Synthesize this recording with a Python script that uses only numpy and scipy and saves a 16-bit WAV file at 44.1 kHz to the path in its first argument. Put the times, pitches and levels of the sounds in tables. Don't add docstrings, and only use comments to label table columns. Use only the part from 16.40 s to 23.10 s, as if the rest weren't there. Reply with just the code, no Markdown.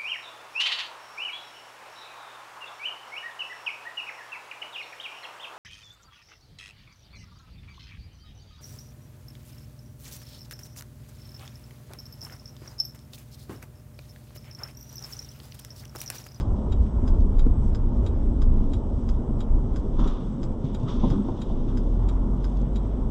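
import sys
import numpy as np
from scipy import signal
from scipy.fft import rfft, irfft, next_fast_len
from scipy.io import wavfile
from scipy.ndimage import uniform_filter1d

SR = 44100
rng = np.random.default_rng(int(sys.argv[2]) if len(sys.argv) > 2 else 0)


def boost_factor(decibels):
    exponent = np.asarray(decibels, float) / 20
    return 10 ** exponent


def bounce(signal):
    frames = np.transpose(np.atleast_2d(signal))
    limited = np.clip(frames, -1, 1)
    pcm = np.round(limited * 32767).astype(np.int16)
    wavfile.write(sys.argv[1], SR, pcm)


N = 295470
T_S = np.arange(N) / SR
GRID_S = np.arange(0, N / SR, .001)


# t/s, share of full speed [0-1]
SPEED = [
    (0, 1),
    (.8, 1.0),
    (2.2, 0.48),
    (3.2, 0.72),
    (3.9, 0),
    (4.5, 0.53),
    (5.2, 0.4),
    (5.8, 0.78),
    (6.7, 0.48),
]
# t/s, boom level/dB, shake level/dB, length/s
BUMPS = [(0.117, -18.5, -15.5, 0.055), (0.388, -28.5, -17, .2), (0.772, -18, -17, 0.34),
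         (1.073, -14, -25, 0.16), (1.247, -23, -19, 0.34), (1.61, -27.5, -16.5, 0.21),
         (1.767, -17.5, -16, 0.067), (1.86, -20.5, -18.5, 0.14), (2.095, -18.5, -20.5, 0.28),
         (2.294, -19.5, -25, 0.37), (2.5, -23, -19, .1), (2.724, -25, -22.5, .15),
         (2.91, -29, -20.5, 0.059), (2.97, -20, -28.5, 0.094), (3.16, -20.5, -25.5, 0.15),
         (3.38, -24.5, -25, .25), (3.653, -18, -27, 0.15), (3.88, -30, -30, 0.1), (4.092, -24, -29, 0.13),
         (4.36, -30.5, -41, 0.07), (4.67, -20, -25, .16), (4.919, -25, -29.5, .1), (5.107, -24, -25, 0.04),
         (5.3, -26, -33, 0.17), (5.703, -24, -38, 0.39), (6.25, -24.5, -35, 0.36),
         (6.634, -18.5, -40, 0.25)]
# f/Hz, level/dB per Hz
BOOM_SPECTRUM = [(15, -14), (24, 5.5), (36, 2), (50, -12.5), (60, -33)]
# f/Hz, level/dB per Hz
SHAKE_SPECTRUM = [(40, -30), (52, 1), (70, -6.5), (95, -9), (120, -36.5)]
# f/Hz, level/dB per Hz
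ROAR_SPECTRUM = [(53, -28.5), (90, -6.5), (135, -4.5), (156, -11), (241, -4.5), (277, -11.5), (328, -14.5),
                 (378, -15), (487, -22), (569, -22.5), (733, -29), (944, -27.5), (1440, -41.5),
                 (1630, -51.5), (2600, -58), (3380, -82), (5720, -120)]
BOOM_DB, BOOM_GAIN_DB = -40, 11.5
SHAKE_DB, SHAKE_GAIN_DB = -45.5, 20.5
ROAR_DB, ROAR_GAIN_DB, ROAR_PER_BUMP = -31.5, 1, 0.032
PULL_AWAY_S, SLOW_BUMPS_DB = 5.2, -10


def road():
    speed = curves(SPEED)[0]
    s, boom_db, shake_db, length_s = np.transpose(BUMPS)
    boom = np.hypot(boost_factor(BOOM_DB + BOOM_GAIN_DB * speed), swells(s, boom_db, length_s))
    shake = np.hypot(boost_factor(SHAKE_DB + SHAKE_GAIN_DB * speed), swells(s, shake_db, length_s))
    roar = boost_factor(ROAR_DB + ROAR_GAIN_DB * speed) + ROAR_PER_BUMP * boom
    boom = boom * boost_factor(np.interp(T_S, [PULL_AWAY_S - .1, PULL_AWAY_S], [0, SLOW_BUMPS_DB]))
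    body = boom * noise(BOOM_SPECTRUM, flicker_db=1.0, rate_hz=6.6)
    panels = shake * boost_factor(-4.0) * noise(SHAKE_SPECTRUM, flicker_db=0.1, rate_hz=2)
    tyres = roar * noise(ROAR_SPECTRUM, flicker_db=1.74, rate_hz=9)
    return body + panels + tyres


# t/s, f/Hz, level/dB
ENGINE = [
    (5.06, 19.5, -32),
    (5.13, 21, -26),
    (5.35, 32, -25),
    (5.52, 39.5, -22),
    (5.65, 42.8, -20),
    (5.8, 44, -24),
    (6.0, 43.6, -24.5),
    (6.4, 48.2, -24),
    (6.7, 53, -28),
]
# multiple of firing rate, level/dB
ORDERS = [
    (.5, -14),
    (1, 0),
    (2, -13),
    (3, -16),
    (4, -22),
]
CLUTCH_HOME_S, EASED_DB = 5.75, -6


def engine():
    fade_in = (ENGINE[0][0] - .04, ENGINE[0][1], -90)
    hz, db = curves([fade_in] + list(ENGINE))
    phase = 2 * np.pi * np.cumsum(hz * (1 + .006 * walk(12))) / SR
    eased_db = np.interp(T_S, [CLUTCH_HOME_S, CLUTCH_HOME_S + 0.097], [0, EASED_DB])
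    hum = 0
    for order, order_db in ORDERS:
        gain = boost_factor(order_db + .7 * walk(7) + eased_db * (order > 1))
        hum = hum + gain * np.sin(order * phase)
    return np.sqrt(2) * boost_factor(db) * hum


# f/Hz, t60/s, tick level/dB, tock level/dB
RELAY = [(1220, 0.054, -7.5, -6.5), (1510, 0.042, -11, -5), (1930, 0.017, -12, -9.5),
         (2260, 0.023, -13.5, -23), (2640, 0.011, -8, -11.5), (3000, 0.034, -10.5, -20.5),
         (3250, 0.017, -12.5, -11), (3362, 0.032, -7, -11), (3480, 0.013, -10.5, -7),
         (3775, 0.026, -3.5, -11), (4450, 0.021, -20.5, -14), (4870, 0.022, -11.5, -18.5),
         (5030, .016, -23, -1.5), (5690, 0.0059, -17, -24.5), (5700, 0.019, -12.5, -16),
         (6250, 0.025, -22, -13), (6910, .02, -11.5, -15), (7530, 0.011, -12.5, -13),
         (7460, 0.018, -18, -12), (8970, 0.04, -23.5, -24.5), (9800, 0.011, -37.5, -19),
         (10200, .015, -30, -29.5), (11000, .015, -39, -35), (13000, .01, -50, -45),
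         (14500, .01, -40, -41.5)]
# t after contact/s, level/dB
TICK_BOUNCES = [(0, 0), (.0037, -2), (.0076, -6), (.011, -11)]
# t after contact/s, level/dB
TOCK_BOUNCES = [(0, 0), (.0045, -5), (.0075, -5), (.013, -13)]
BLINK_S, TICK_S, TOCK_S = .67072, .3217, .0069
TICK_DB, TOCK_DB = -37.5, -38.5
CRACK_DB, CRACK_HZ, CRACK_S = -58, 8000, .002


def relay():
    out = np.zeros(N)
    hz, t60_s, tick_db, tock_db = np.transpose(RELAY)
    t = np.arange(SR // 50) / SR
    bright = signal.butter(2, CRACK_HZ, "high", fs=SR, output="sos")
    tick = (TICK_S, TICK_BOUNCES, TICK_DB + tick_db)
    tock = (TOCK_S, TOCK_BOUNCES, TOCK_DB + tock_db)
    for first_s, bounces, db in [tick, tock]:
        for lag_s, bounce_db in bounces:
            modes = strike(hz, 0.71 * t60_s, 0.00079, .04)
            for s in np.arange(first_s, N / SR, BLINK_S):
                add(out, s + lag_s, boost_factor(db + bounce_db + 1.6 * rng.standard_normal(len(hz))) @ modes)
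                crack = signal.sosfilt(bright, rng.standard_normal(len(t)) * np.exp(-t / CRACK_S))
                add(out, s + lag_s, boost_factor(CRACK_DB + bounce_db) * crack)
    return cabin(out)


# t/s, peak level/dB, ring f/Hz, rattle level/dB, t60/s
KNOCKS = [(.18, -20, 206, -28, 0.083), (1.061, -10.5, 244, -32, 0.074), (1.796, -23, 201, -29, 0.075),
          (3.588, -24.5, 310, -11, 0.091), (3.622, -20.5, 170, -21, .1), (3.655, -21.5, 210, -16.5, 0.13),
          (4.241, -5.5, 128, -40, 0.046), (4.426, -21, 124, -23, 0.25), (4.453, -17.5, 120, -30, 0.11),
          (4.625, -12.5, 94.5, -27, 0.085), (4.633, -13, 228.4, -14.5, 0.14), (4.652, -6, 247, -31, 0.036),
          (4.668, -9.5, 184, -34, 0.054), (4.711, -2, 139, -35, 0.039), (4.726, -19, 276, -26, 0.16),
          (4.755, -18.5, 208, -34, 0.23), (4.791, -18.5, 201, -43, 0.21), (4.845, -22.5, 237, -24, 0.17),
          (4.882, -24, 261, -9.5, 0.18), (5.098, -29, 212, -12.5, 0.09)]
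# t/s, peak level/dB, ring f/Hz
TRIM = [(.465, -57, 2220), (.75, -61, 3520), (.804, -52.5, 4300), (1.0665, -52, 1480), (1.0668, -60, 3940),
        (2.18, -60, 3470), (2.754, -66, 6060), (3.398, -59, 5200), (4.4, -61, 4630), (4.432, -55, 4530),
        (5.27, -70, 6560), (6.17, -55, 4530), (6.215, -56.5, 5200)]


def knocks():
    blows, clicks = np.zeros((2, N))
    rattle_hz = [393, 460, 510, 571, 652, 762, 877, 934, 1041]
    for s, db, hz, rattle_db, t60_s in KNOCKS:
        thud_hz, thud_t60_s = [hz, 1.353 * hz, 1.85 * hz], [t60_s, 0.64 * t60_s, 0.53 * t60_s]
        thud = boost_factor([0, -4, -9]) @ strike(thud_hz, thud_t60_s, 0.0048, .25)
        rattle = strike(rattle_hz, 0.078, 0.0069, .25).sum(axis=0)
        add(blows, s, boost_factor(db) * (thud + boost_factor(rattle_db) * rattle))
    for s, db, hz in TRIM:
        modes_hz = hz * np.array([.6, .75, .88, 1.02, 1.2, 1.45])
        add(clicks, s, boost_factor(db) * strike(modes_hz, .016, 0.0009, .03).sum(axis=0))
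    return blows + cabin(clicks)


# slip t/s, cloth level/dB, cloth t60/s, seat frame level/dB
SHIFTS = [(3.595, -46.5, 0.21, -39.5), (3.64, -53.5, 0.92, -43), (3.676, -51.5, .3, -50.5),
          (4.245, -57.5, 0.52, -80), (4.4, -66, 1.7, -72), (4.483, -48, 0.56, -42.5),
          (4.601, -55.5, 1.54, -57), (4.718, -52.5, 0.2, -47), (4.885, -57.5, 0.13, -53.5),
          (4.96, -65, 3.0, -54.5), (5.09, -64.5, 0.8, -64), (5.284, -58.5, 0.36, -49),
          (6.0, -68.5, 2.0, -71), (6.17, -68, 0.75, -70), (6.43, -69.5, 0.83, -77)]
# f/Hz, level/dB per Hz
CLOTH_SPECTRUM = [(1000, -43.5), (1700, -9), (2170, -8), (2380, -10), (3520, 4.5), (3980, -8.5),
                  (4590, -11), (5930, -8), (6420, -14.5), (9410, -31), (11000, -40), (14300, -75.5),
                  (22000, -120)]
# f/Hz, level/dB per Hz
FRAME_SPECTRUM = [(350, -24), (600, -4.5), (850, -6), (950, 1), (1250, -2), (1600, -15.5), (2200, -35.5)]
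CREEP_DB, CREEP_S, SLIP_S = -15.5, .07, 0.0046
FRAME_RISE_S, FRAME_T60_S = 0.012, 0.61
REST_CLOTH_DB, REST_FRAME_DB = -77.5, -75.5


def rub():
    grain_db = 1.2 * rng.exponential(size=N // 40 + 1).repeat(40)[:N]
    grains = rng.standard_normal(N) * boost_factor(grain_db)
    s, cloth_db, t60_s, frame_db = np.transpose(SHIFTS)
    creep = slips(s, cloth_db + CREEP_DB, 0 * t60_s, CREEP_S)
    cloth = boost_factor(REST_CLOTH_DB) + np.hypot(slips(s, cloth_db, t60_s, SLIP_S), creep)
    frame = boost_factor(REST_FRAME_DB) + slips(s, frame_db, 0 * t60_s + FRAME_T60_S, FRAME_RISE_S)
    scrape = frame * noise(FRAME_SPECTRUM, flicker_db=1.5, rate_hz=24)
    return cloth * noise(CLOTH_SPECTRUM, 1.5, 25, grains) + scrape


# f/Hz, level/dB per Hz
HISS_SPECTRUM = [(1000, -26), (1700, 0), (2630, -20), (2880, 1), (3450, -0.5), (4370, -11), (5340, -3.5),
                 (6230, -6), (7270, -11.5), (7890, -7), (8800, -15), (12600, -22.5), (13000, -26),
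                 (15000, -31.5)]
# f/Hz, rms level/dB
WHINE = [(7655, -93), (7867, -84), (7897, -86), (7957, -91), (8017, -94)]
HISS_DB = -68.5


def hiss():
    whine = 0
    for hz, db in WHINE:
        whine = whine + np.sqrt(2) * boost_factor(db + 3.5 * walk(12)) * np.sin(2 * np.pi * hz * T_S)
    return boost_factor(HISS_DB) * noise(HISS_SPECTRUM, flicker_db=-2.0, rate_hz=20) + whine


CABIN_DB, CABIN_T60_S = -30.5, 0.09


def cabin(x):
    t = np.arange(SR // 8) / SR
    decay = np.exp(-np.log(1000) * t / CABIN_T60_S) * (t > .006)
    tail = boost_factor(CABIN_DB) * rng.standard_normal(len(t)) * decay
    return x + signal.fftconvolve(x, tail)[:N]


def strike(hz, t60_s, rise_s, length_s):
    t = np.arange(int(length_s * SR)) / SR
    hz, t60_s = np.reshape(hz, (-1, 1)), np.reshape(t60_s, (-1, 1))
    swell = np.sin(np.pi / 2 * np.minimum(t / rise_s, 1)) ** 2
    decay = np.exp(-np.log(1000) * t / np.maximum(t60_s, .004))
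    return swell * decay * np.sin(2 * np.pi * (hz * t + rng.random(hz.shape)))


def noise(spectrum, flicker_db, rate_hz, source=None):
    hz, db = np.transpose(spectrum)
    size = next_fast_len(N)
    octave = np.log2(np.maximum(np.arange(size // 2 + 1) * SR / size, 1))
    source = rng.standard_normal(N) if source is None else source
    coloured = rfft(source, size) * boost_factor(np.interp(octave, np.log2(hz), db, -150, -150))
    out = 0
    for centre in np.arange(np.floor(np.log2(hz[0])), np.log2(hz[-1]) + 1):
        share = np.clip(1 - np.abs(octave - centre), 0, 1)
        out = out + irfft(coloured * share, size)[:N] * boost_factor(flicker_db * walk(rate_hz))
    return out / np.sqrt(np.mean(out ** 2))


def walk(rate_hz):
    k = int(SR / rate_hz)
    held = np.repeat(rng.standard_normal(N // k + 1), k)
    return 1.3 * uniform_filter1d(uniform_filter1d(held, k), k)[:N]


def curves(table):
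    s, *columns = np.transpose(table)
    return [np.interp(T_S, s, c) for c in columns]


def swells(s, db, length_s):
    power = 0
    for at, g, w in zip(s, db, length_s):
        power = power + boost_factor(g) ** 2 * np.exp(-(2 * (GRID_S - at) / max(w, .02)) ** 2)
    return np.interp(T_S, GRID_S, np.sqrt(power))


def slips(s, db, t60_s, rise_s):
    power = 0
    for at, g, d in zip(s, db, t60_s):
        since = GRID_S - at
        rise = np.minimum(since, 0) / max(rise_s, .001)
        fall = np.log(1000) * np.maximum(since, 0) / max(d, .02)
        power = power + (boost_factor(g) * np.exp(rise - fall)) ** 2
    return np.interp(T_S, GRID_S, np.sqrt(power))


def add(out, s, sound):
    i = int(s * SR)
    out[i:i + len(sound)] += sound[:len(out) - i]


def scene():
    return (road() + engine() + relay() + knocks() + rub() + hiss())[None]


FRAME = 1024


def lapped(x, grid, table, keep):
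    n, k = np.arange(2 * FRAME) + .5, np.arange(FRAME) + .5
    window = np.sin(np.pi * n / 2 / FRAME)
    basis = window * np.cos(np.pi / FRAME * np.outer(k, n + FRAME / 2)) * np.sqrt(2 / FRAME)
    padding = (2 * FRAME - grid, 2 * FRAME - (N - grid) % FRAME)
    halves = np.pad(x, padding, "reflect").reshape(-1, FRAME)
    c = np.hstack([halves[:-1], halves[1:]]) @ basis.T
    bands = np.sqrt(np.mean(c.reshape(len(c), -1, 16) ** 2, axis=2)) + 1e-9
    wander_db = 5.5 * uniform_filter1d(rng.standard_normal(bands.shape), size=3, axis=0)
    hz, db = np.transpose(table)
    limit_db = np.interp(np.log(k * SR / 2 / FRAME), np.log(hz), db)
    limit = (bands * boost_factor(wander_db)).repeat(16, axis=1) * boost_factor(limit_db)
    frames = keep(c, limit) @ basis
    return (frames[:-1, FRAME:] + frames[1:, :FRAME]).ravel()[FRAME - grid:][:N]


def top_cut(x):
    return signal.sosfilt(signal.butter(12, 15050, fs=SR, output="sos"), x)


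# f/Hz, step over band rms/dB
COARSE = [(300, -30), (1200, -14), (2500, -1), (6000, 0), (8000, 6), (9500, 10), (12500, 11), (13200, 14)]
# f/Hz, smallest kept value over band rms/dB
KEPT = [(300, -50), (1100, -38), (2000, -19), (4000, -15), (6000, -12), (7500, -9), (9000, -5), (12000, -2),
        (14500, 0)]
HEADROOM = .5
CAMERA_GRID, LATER_GRID = 230, 679


def record(dry):
    x = HEADROOM * np.tanh(dry[0] / HEADROOM)
    x = lapped(x, CAMERA_GRID, COARSE, lambda c, step: step * np.round(c / step))
    x = lapped(x, LATER_GRID, KEPT, lambda c, least: c * (np.abs(c) > least))
    return top_cut(x[None])


dry = scene()
out = record(dry)
bounce(out)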